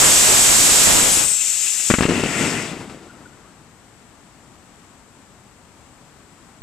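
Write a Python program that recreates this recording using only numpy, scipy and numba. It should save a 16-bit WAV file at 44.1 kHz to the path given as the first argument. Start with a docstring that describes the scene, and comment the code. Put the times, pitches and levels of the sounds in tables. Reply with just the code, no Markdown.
"""A harsh, overloaded roar comes first: a small solid rocket motor on a stake in a field, some metres from a
pocket camera. The jet is coloured noise under broad, rough overload noise; as it fails it chuffs, then thins to
a hiss with a falling whistle. Leftover gas relights in pops, each one a short puff of pressure. A soft flame
roars in the casing as a stream of small puffs, a few brief hoots follow, and the quiet noise of the field stays."""
import sys
import numpy as np
from scipy import signal
from scipy.fft import rfft, irfft
from scipy.io import wavfile
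from scipy.ndimage import uniform_filter1d
from numba import njit

SR = 44100
rng = np.random.default_rng(int(sys.argv[2]) if len(sys.argv) > 2 else 0)


def int16_out(signal):
    """Quantize to a 16-bit WAV file."""
    q = np.round(np.clip(np.atleast_2d(signal).T, -1, 1) * 32767)
    wavfile.write(sys.argv[1], SR, q.astype(np.int16))


N = 291942
HZ = np.maximum(np.fft.rfftfreq(N, 1 / SR), 1)  # every frequency of the spectrum
T = np.arange(N) / SR  # time [s]

# Colour of the quiet field: (frequency [Hz], relative level per Hz [dB])
FIELD_COLOUR = [(25, -8), (60, 0.5), (250, 0.5), (500, -8), (1000, -7), (2000, -12.5), (4000, -19),
                (8000, -21.5), (12000, -30), (20000, -35)]
# How alike left and right hear the field: (frequency [Hz], likeness [0-1])
FIELD_LIKENESS = [(30, .5), (130, 0.97), (290, 0.76), (630, 0.93), (1400, .56), (3000, 0.25), (6500, 0)]
# Short hoots of the last flame in the casing:
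# (time of the crest [s], pitch [Hz], level [dB], time from crest to nearly silent [s])
HOOTS = [(3.106, 1460, -40.5, 0.02), (3.262, 1420, -36, 0.011), (3.335, 1430, -55, .05),
         (3.452, 1180, -46, 0.024), (3.477, 1420, -46, 0.018)]
# Level of the lazy flame after relighting: (time [s], level [dB])
FLAME_LEVEL = [(2.0, -48), (2.075, -33), (2.1, -26), (2.2, -21), (2.3, -25), (2.43, -20.5), (2.5, -24),
               (2.6, -24.5), (2.8, -32), (3.07, -43), (3.3, -50.5), (3.9, -60)]
# Chuffs of the failing jet, then relighting pops:
# (time of the crest [s], puff level [dB], strength of the gust of hiss after it [dB])
POPS = [(.99, 2, -20), (1.028, 0, -24), (1.12, -2, -30), (1.172, -8, -30), (1.316, -22, -36),
        (1.797, -37, -28), (1.9024, -1.5, -11), (1.9111, 1, -17), (1.9395, -0.5, -12.5), (1.986, -3.5, -17),
        (2.008, -0.5, -16), (2.024, -4.5, -16.5), (2.032, -21, -17.5), (2.04, -27, -22),
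        (2.0539, -1.5, -22), (2.0607, -14, -26), (2.0846, -11, -39), (2.0896, -6, -20), (2.0962, -3.5, -25),
        (2.108, -13, -23), (2.119, -8, -27), (2.125, -13, -32), (2.136, -12, -28), (2.147, -16, -36),
        (2.156, -12.5, -27), (2.1968, -14, -24), (2.236, -10, -22), (2.2537, -15, -35), (2.259, -12.5, -34),
        (2.897, -34, -38), (2.946, -32, -58), (2.973, -33, -59), (3.03, -31, -56), (3.068, -36, -56),
        (3.17, -37, -60), (3.207, -36, -60)]
# Tones the casing tube favours: (frequency [Hz], width of one pass of the filter [Hz], relative level [dB])
CASING_MODES = [(1380, 300, -8.5), (2024, 700, -0.5), (2660, 590, -1.5), (3420, 740, -11),
                (5100, 1800, -9.5)]
# Colour of the rough overload noise, near flat up to the treble: (frequency [Hz], relative level per Hz [dB])
OVERLOAD_COLOUR = [(25, 5.5), (300, 5.5), (1000, 2), (3000, -1), (6000, -29.5)]
# Colour of the jet's hiss: (frequency [Hz], relative level per Hz [dB])
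JET_COLOUR = [(300, -24.5), (1200, -21), (2000, -14.5), (2500, -12), (3500, -9.5), (4500, -11), (6000, -5),
              (7500, -3.5), (10000, -9), (14000, -3.5), (20000, 1)]
# How alike left and right hear the jet: (frequency [Hz], likeness [0-1])
JET_LIKENESS = [(300, 1), (3000, 0.6), (7500, 0.98), (11000, 0.39), (14000, .1)]
# Jet level: it climbs to full thrust, drops, swells briefly and dies: (time [s], level [dB])
JET_LEVEL = [(0, 12.5), (.4, 13.5), (.85, 21.5), (.95, 13.5), (1.06, 5.5), (1.19, 2.5), (1.26, -5),
             (1.4, -9.5), (1.7, -12), (1.89, -14), (1.92, -16.5), (2.075, -27), (2.25, -26.5),
             (2.43, -20.5), (2.6, -27), (2.7, -34), (2.8, -55), (3.5, -81)]
# The right microphone port is shaded: (frequency [Hz], loss below the left [dB])
RIGHT_LOSS = [(60, 7.5), (110, 4.5), (200, 5), (380, 5.5), (690, 4.5), (1270, 5), (2340, 7), (4320, 6.5),
              (7950, 11), (14600, 15)]

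FIELD_DB = -46.5
RELIGHT_S = 1.9  # the flame moves into the casing
# time scale of a pop; pops are sharp until a moment, then get rounder; each gust dies away
POP_MS, POP_SHARP_UNTIL_S, POP_ROUNDING_S, GUST_DECAY_S = 2.98, 2.005, 0.16, 0.0088
THUD_MS, THUD_DB = 10, -18  # the slow push of air under each pop; level beside the puff
# the nozzle pitch sinks steadily to its rest as the pressure drains
NOZZLE_START_S, NOZZLE_START_HZ, NOZZLE_REST_HZ, NOZZLE_SAG_HZ_PER_S = 1.105, 9700, 7100, 7300
WHISTLE_DB, WHISTLE_SAG_DB_PER_S, WHISTLE_END_S, WHISTLE_EDGE_S = -7, 60, 1.2, 0.018
SMEAR_DB, SMEAR_SAG_DB_PER_S, SMEAR_END_S, SMEAR_EDGE_S = -10, 6, 2, 0.05  # level beside the jet
# casing level beside the jet, before and after it warms; warming time; ceiling
CASING_COLD_DB, CASING_LIT_DB, CASING_WARMS_S, CASING_TOP_DB = -14.5, -2, 0.39, -13
CASING_FLAME_DB = -16.5  # beside the flame
# overload noise at full thrust; its change in dB per dB of jet; its delay behind the jet
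OVERLOAD_DB, OVERLOAD_SLOPE, OVERLOAD_LAG_S = 3.5, 1.24, 0.045
# jet at full thrust; jet level under which the overload noise collapses; extra fall in dB per dB
FULL_DB, COLLAPSE_BELOW_DB, COLLAPSE_SLOPE = 18.5, 2, 1.5
PORT_HZ, PORT_WIDTH, PORT_DB = 7810, 960, 8.5  # resonance added by the port [Hz, Hz, dB]
TOP_HZ = 14200  # the camera keeps nothing much above this


def undb(db):
    """Turn decibels into a plain multiplier."""
    return 10 ** (np.asarray(db) / 20)


def unit(x):
    """Scale a sound to an average strength (rms) of 1."""
    return x / np.sqrt(np.mean(x ** 2))


def over_hz(table):
    """Read a (frequency, value) table at every frequency, on a logarithmic pitch scale."""
    hz, value = np.transpose(table)
    return np.interp(np.log(HZ), np.log(hz), value)


def air(gain, alike):
    """Coloured noise in left and right, alike by the given share, rms 1."""
    shared, opposed = (rfft(rng.standard_normal(N)) * gain for _ in range(2))
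    likeness = np.clip(alike, 0, 1)
    sides = np.array([[1], [-1]])
    spectrum = np.sqrt(1 + likeness) * shared + np.sqrt(1 - likeness) * opposed * sides
    return unit(irfft(spectrum, N))


def ring(hz, width):
    """Frequency response of one resonance, with gain 1 at its centre."""
    return 1 / (1 + 1j * (HZ - hz ** 2 / HZ) / width)


def walk(rate):
    """Random wandering: levels held 1 / rate s, then smoothed twice; rms 1."""
    hold = int(SR / rate)
    steps = np.repeat(rng.standard_normal(N // hold + 1), hold)
    return unit(uniform_filter1d(uniform_filter1d(steps, hold), hold)[:N])


def gate(start_s, end_s, edge_s):
    """Fade in over the edge after the start, hold, fade out over the edge after the end."""
    return np.clip(np.minimum(T - start_s, end_s + edge_s - T) / edge_s, 0, 1) ** 2


def puff(scale_ms, sharp):
    """A sharp puff climbs to a crest, drops and swings under; a soft one is a single round cycle."""
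    crest = 441  # samples before the crest
    u = np.arange(-crest, 882) / SR / (scale_ms / 1000)
    after = np.maximum(u, 0)
    rise = np.exp(np.minimum(u, 0) / 0.2)
    swing = np.exp(-after / 0.85) * np.cos(np.pi * after ** 0.6 * 1.6)
    soft = 1.5 * np.cos(np.pi * u / 0.52) * np.exp(-((u - 0.3) / 0.46) ** 2)
    return sharp * rise * swing + (1 - sharp) * soft, crest


def field():
    """The quiet of the field: soft coloured noise whose level wanders slightly."""
    return air(undb(over_hz(FIELD_COLOUR)), over_hz(FIELD_LIKENESS)) * undb(FIELD_DB + 0.41 * walk(9))


def hoots():
    """Brief wavering swells of the casing's lowest tone over a faint breathy band."""
    waver = 2 * np.pi * np.cumsum(60 * walk(150)) / SR
    tones = 0
    for s, hz, db, length in HOOTS:
        swell = undb(db) * np.exp(-((T - s) / length) ** 2 * 4)
        tones = tones + swell * np.sin(2 * np.pi * hz * T + waver)
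    breath_level = undb(-57 + 3.0 * walk(24.1)) * np.exp(-((T - 3.2) / 0.32) ** 2)
    return tones + air(ring(1360, 220) ** 2, 0.8) * breath_level


def flame():
    """The lazy flame burns in a dense random stream of small uneven puffs, over soft bands of noise."""
    when, size = rng.random((3000, 2)).T
    seeds = np.zeros(N)
    seeds[(when * N).astype(int)] = undb(6.5 * size)
    puffs = unit(signal.fftconvolve(seeds, puff(3.7, 0.38)[0])[:N])
    soft = ring(262, 410)
    burn = irfft(rfft(puffs) * soft, N) + undb(-1.5) * air(soft, 1.0)
    burn = burn + undb(-8.0) * air(ring(780, 840), 0.83)
    burn = burn + undb(-13.5) * air(ring(89, 90), 0.9)
    return unit(burn)


def pops():
    """Each chuff or relighting is one puff, rounder as the gas runs out, with a dying gust of hiss."""
    thumps, gust = np.zeros(N + 2000), np.zeros(N)  # spare room for the last puff's tail
    thud = undb(THUD_DB) * puff(THUD_MS, 0)[0]
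    for s, db, gust_db in POPS:
        sharp = min(1, np.exp(-(s - POP_SHARP_UNTIL_S) / POP_ROUNDING_S))
        shape, crest = puff(POP_MS, sharp)
        start = int(s * SR) - crest
        thumps[start:start + len(shape)] += undb(db) * (shape + thud)
        gust += undb(gust_db) * (T > s) * np.exp(-np.maximum(T - s, 0) / GUST_DECAY_S)
    return thumps[:N], gust


def casing(steady, gust):
    """Gas hisses in the tube's tones, each fluttering alone; the flame inside brings out the lowest two."""
    hiss = 0
    for k, (hz, width, db) in enumerate(CASING_MODES):
        before_relight = undb(-10.5) if k < 2 else 1
        level = undb(db + 2.0 * walk(30.02)) * np.where(T > RELIGHT_S, 1, before_relight)
        hiss = hiss + air(ring(hz, width) ** 2, 0.66) * level
    spit = air(ring(1450, 1900) ** 2, 0.9)
    return unit(hiss) * (steady + 0.5 * gust) + 0.8 * spit * gust


def nozzle_hz():
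    """Pitch of the nozzle over time: it slides down to a resting pitch."""
    sliding = NOZZLE_START_HZ - NOZZLE_SAG_HZ_PER_S * (T - NOZZLE_START_S)
    return np.clip(sliding, NOZZLE_REST_HZ, NOZZLE_START_HZ)


def whistle():
    """A thin, breathy tone: a sine at the falling nozzle pitch, with pitch and level shaking at random."""
    tone = np.sin(2 * np.pi * np.cumsum(nozzle_hz() + 45 * walk(300)) / SR)
    sag_db = WHISTLE_SAG_DB_PER_S * np.clip(T - NOZZLE_START_S, 0, 1)
    level = undb(WHISTLE_DB - sag_db + 2.5 * walk(80.5))
    return np.sqrt(2) * tone * level * gate(NOZZLE_START_S, WHISTLE_END_S, WHISTLE_EDGE_S)


def nozzle_smear():
    """The whistle smears into a band of hiss: slow noise lifted to the sinking nozzle pitch."""
    slow = air(ring(1, 700) ** 2, 0.7) + 1j * air(ring(1, 700) ** 2, 0.89)
    band = np.real(slow * np.exp(2j * np.pi * np.cumsum(nozzle_hz()) / SR))
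    level = undb(SMEAR_DB - SMEAR_SAG_DB_PER_S * np.clip(T - WHISTLE_END_S, 0, 1))
    return band * level * gate(WHISTLE_END_S, SMEAR_END_S, SMEAR_EDGE_S)


def overload_noise(late_jet_db):
    """Broad rough noise, nearly unrelated left and right, rises with the loud jet and collapses as it weakens."""
    collapse_db = COLLAPSE_SLOPE * np.minimum(late_jet_db - COLLAPSE_BELOW_DB, 0)
    level_db = OVERLOAD_DB + OVERLOAD_SLOPE * (late_jet_db - FULL_DB) + collapse_db
    return air(undb(over_hz(OVERLOAD_COLOUR)), 0.12) * undb(level_db + 2.25 * walk(22.1))


def jet(jet_db):
    """Gas rushing from the nozzle: fluttering hiss that loses its top once the pressure is low."""
    hiss = air(undb(over_hz(JET_COLOUR)), over_hz(JET_LIKENESS)) + nozzle_smear()
    hiss = hiss * undb(jet_db + 0.47 * walk(24.93))
    top = irfft(rfft(hiss) / (1 + (10500 / HZ) ** 8), N)
    return hiss - 0.5 * np.clip((7 - jet_db) / 24, 0, 1.6) * top


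def scene():
    """Add up all sources; the jet level also drives the overload noise and, with the flame, the casing."""
    s, db = np.transpose(JET_LEVEL)
    jet_db = np.interp(T, s, db, right=-120)
    late_jet_db = np.interp(T - OVERLOAD_LAG_S, s, db, right=-120)
    flame_db = np.interp(T, *np.transpose(FLAME_LEVEL), left=-120, right=-120)
    thumps, gust = pops()
    # the tube follows the jet, more strongly once the flame has moved into it
    beside_db = np.interp(T, [RELIGHT_S, RELIGHT_S + CASING_WARMS_S], [CASING_COLD_DB, CASING_LIT_DB])
    tube = undb(np.minimum(jet_db + beside_db, CASING_TOP_DB)) + undb(flame_db + CASING_FLAME_DB)
    # after relighting, each gust also fans the flame
    burn = flame() * (undb(flame_db + 1.3 * walk(30.02)) + 0.69 * gust * (T > RELIGHT_S))
    background = field() + hoots() + burn + thumps
    return background + casing(tube, gust) + whistle() + overload_noise(late_jet_db) + jet(jet_db)


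@njit
def follow(x, attack, release):
    """Track loudness: climb fast and sink slowly."""
    out, e = np.empty(len(x)), np.mean(x[:2000])
    for i in range(len(x)):
        e += (x[i] - e) * (attack if x[i] > e else release)
        out[i] = e
    return out


def record(dry):
    """Resonant ports, a lopsided preamplifier that clips, a dull top, slow gain control, hiss, top cut."""
    port = 1 + undb(PORT_DB) * ring(PORT_HZ, PORT_WIDTH)
    # the right port also hears everything 0.71 samples later
    shade = undb(-over_hz(RIGHT_LOSS)) * np.exp(-2j * np.pi * HZ * 0.71 / SR)
    heard = irfft(rfft(dry) * port * np.array([np.ones_like(shade), shade]), N)
    # uneven limits rectify the hiss, so overload spreads it down to the bass
    bent = heard + np.array([[-0.03], [0.06]]) * np.minimum(heard ** 2, 1)
    clipped = np.clip(bent, [[-1.3], [-1.1]], [[1.15], [1.3]])
    dull = signal.sosfilt(signal.butter(2, [12, 10500], "band", fs=SR, output="sos"), clipped)
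    # the louder side sets the gain for both
    loud = follow(np.abs(dull).max(0), 1 / (0.15 * SR), 1 / (0.4 * SR))
    gain = np.minimum(1, undb(-10) / loud) ** 0.93
    hiss = undb(-65) * rng.standard_normal(dry.shape)
    out = np.clip(dull * gain + hiss, -1, 1)
    return signal.sosfilt(signal.ellip(12, 0.2, 70, TOP_HZ, fs=SR, output="sos"), out)


dry = scene()
out = record(dry)
int16_out(out)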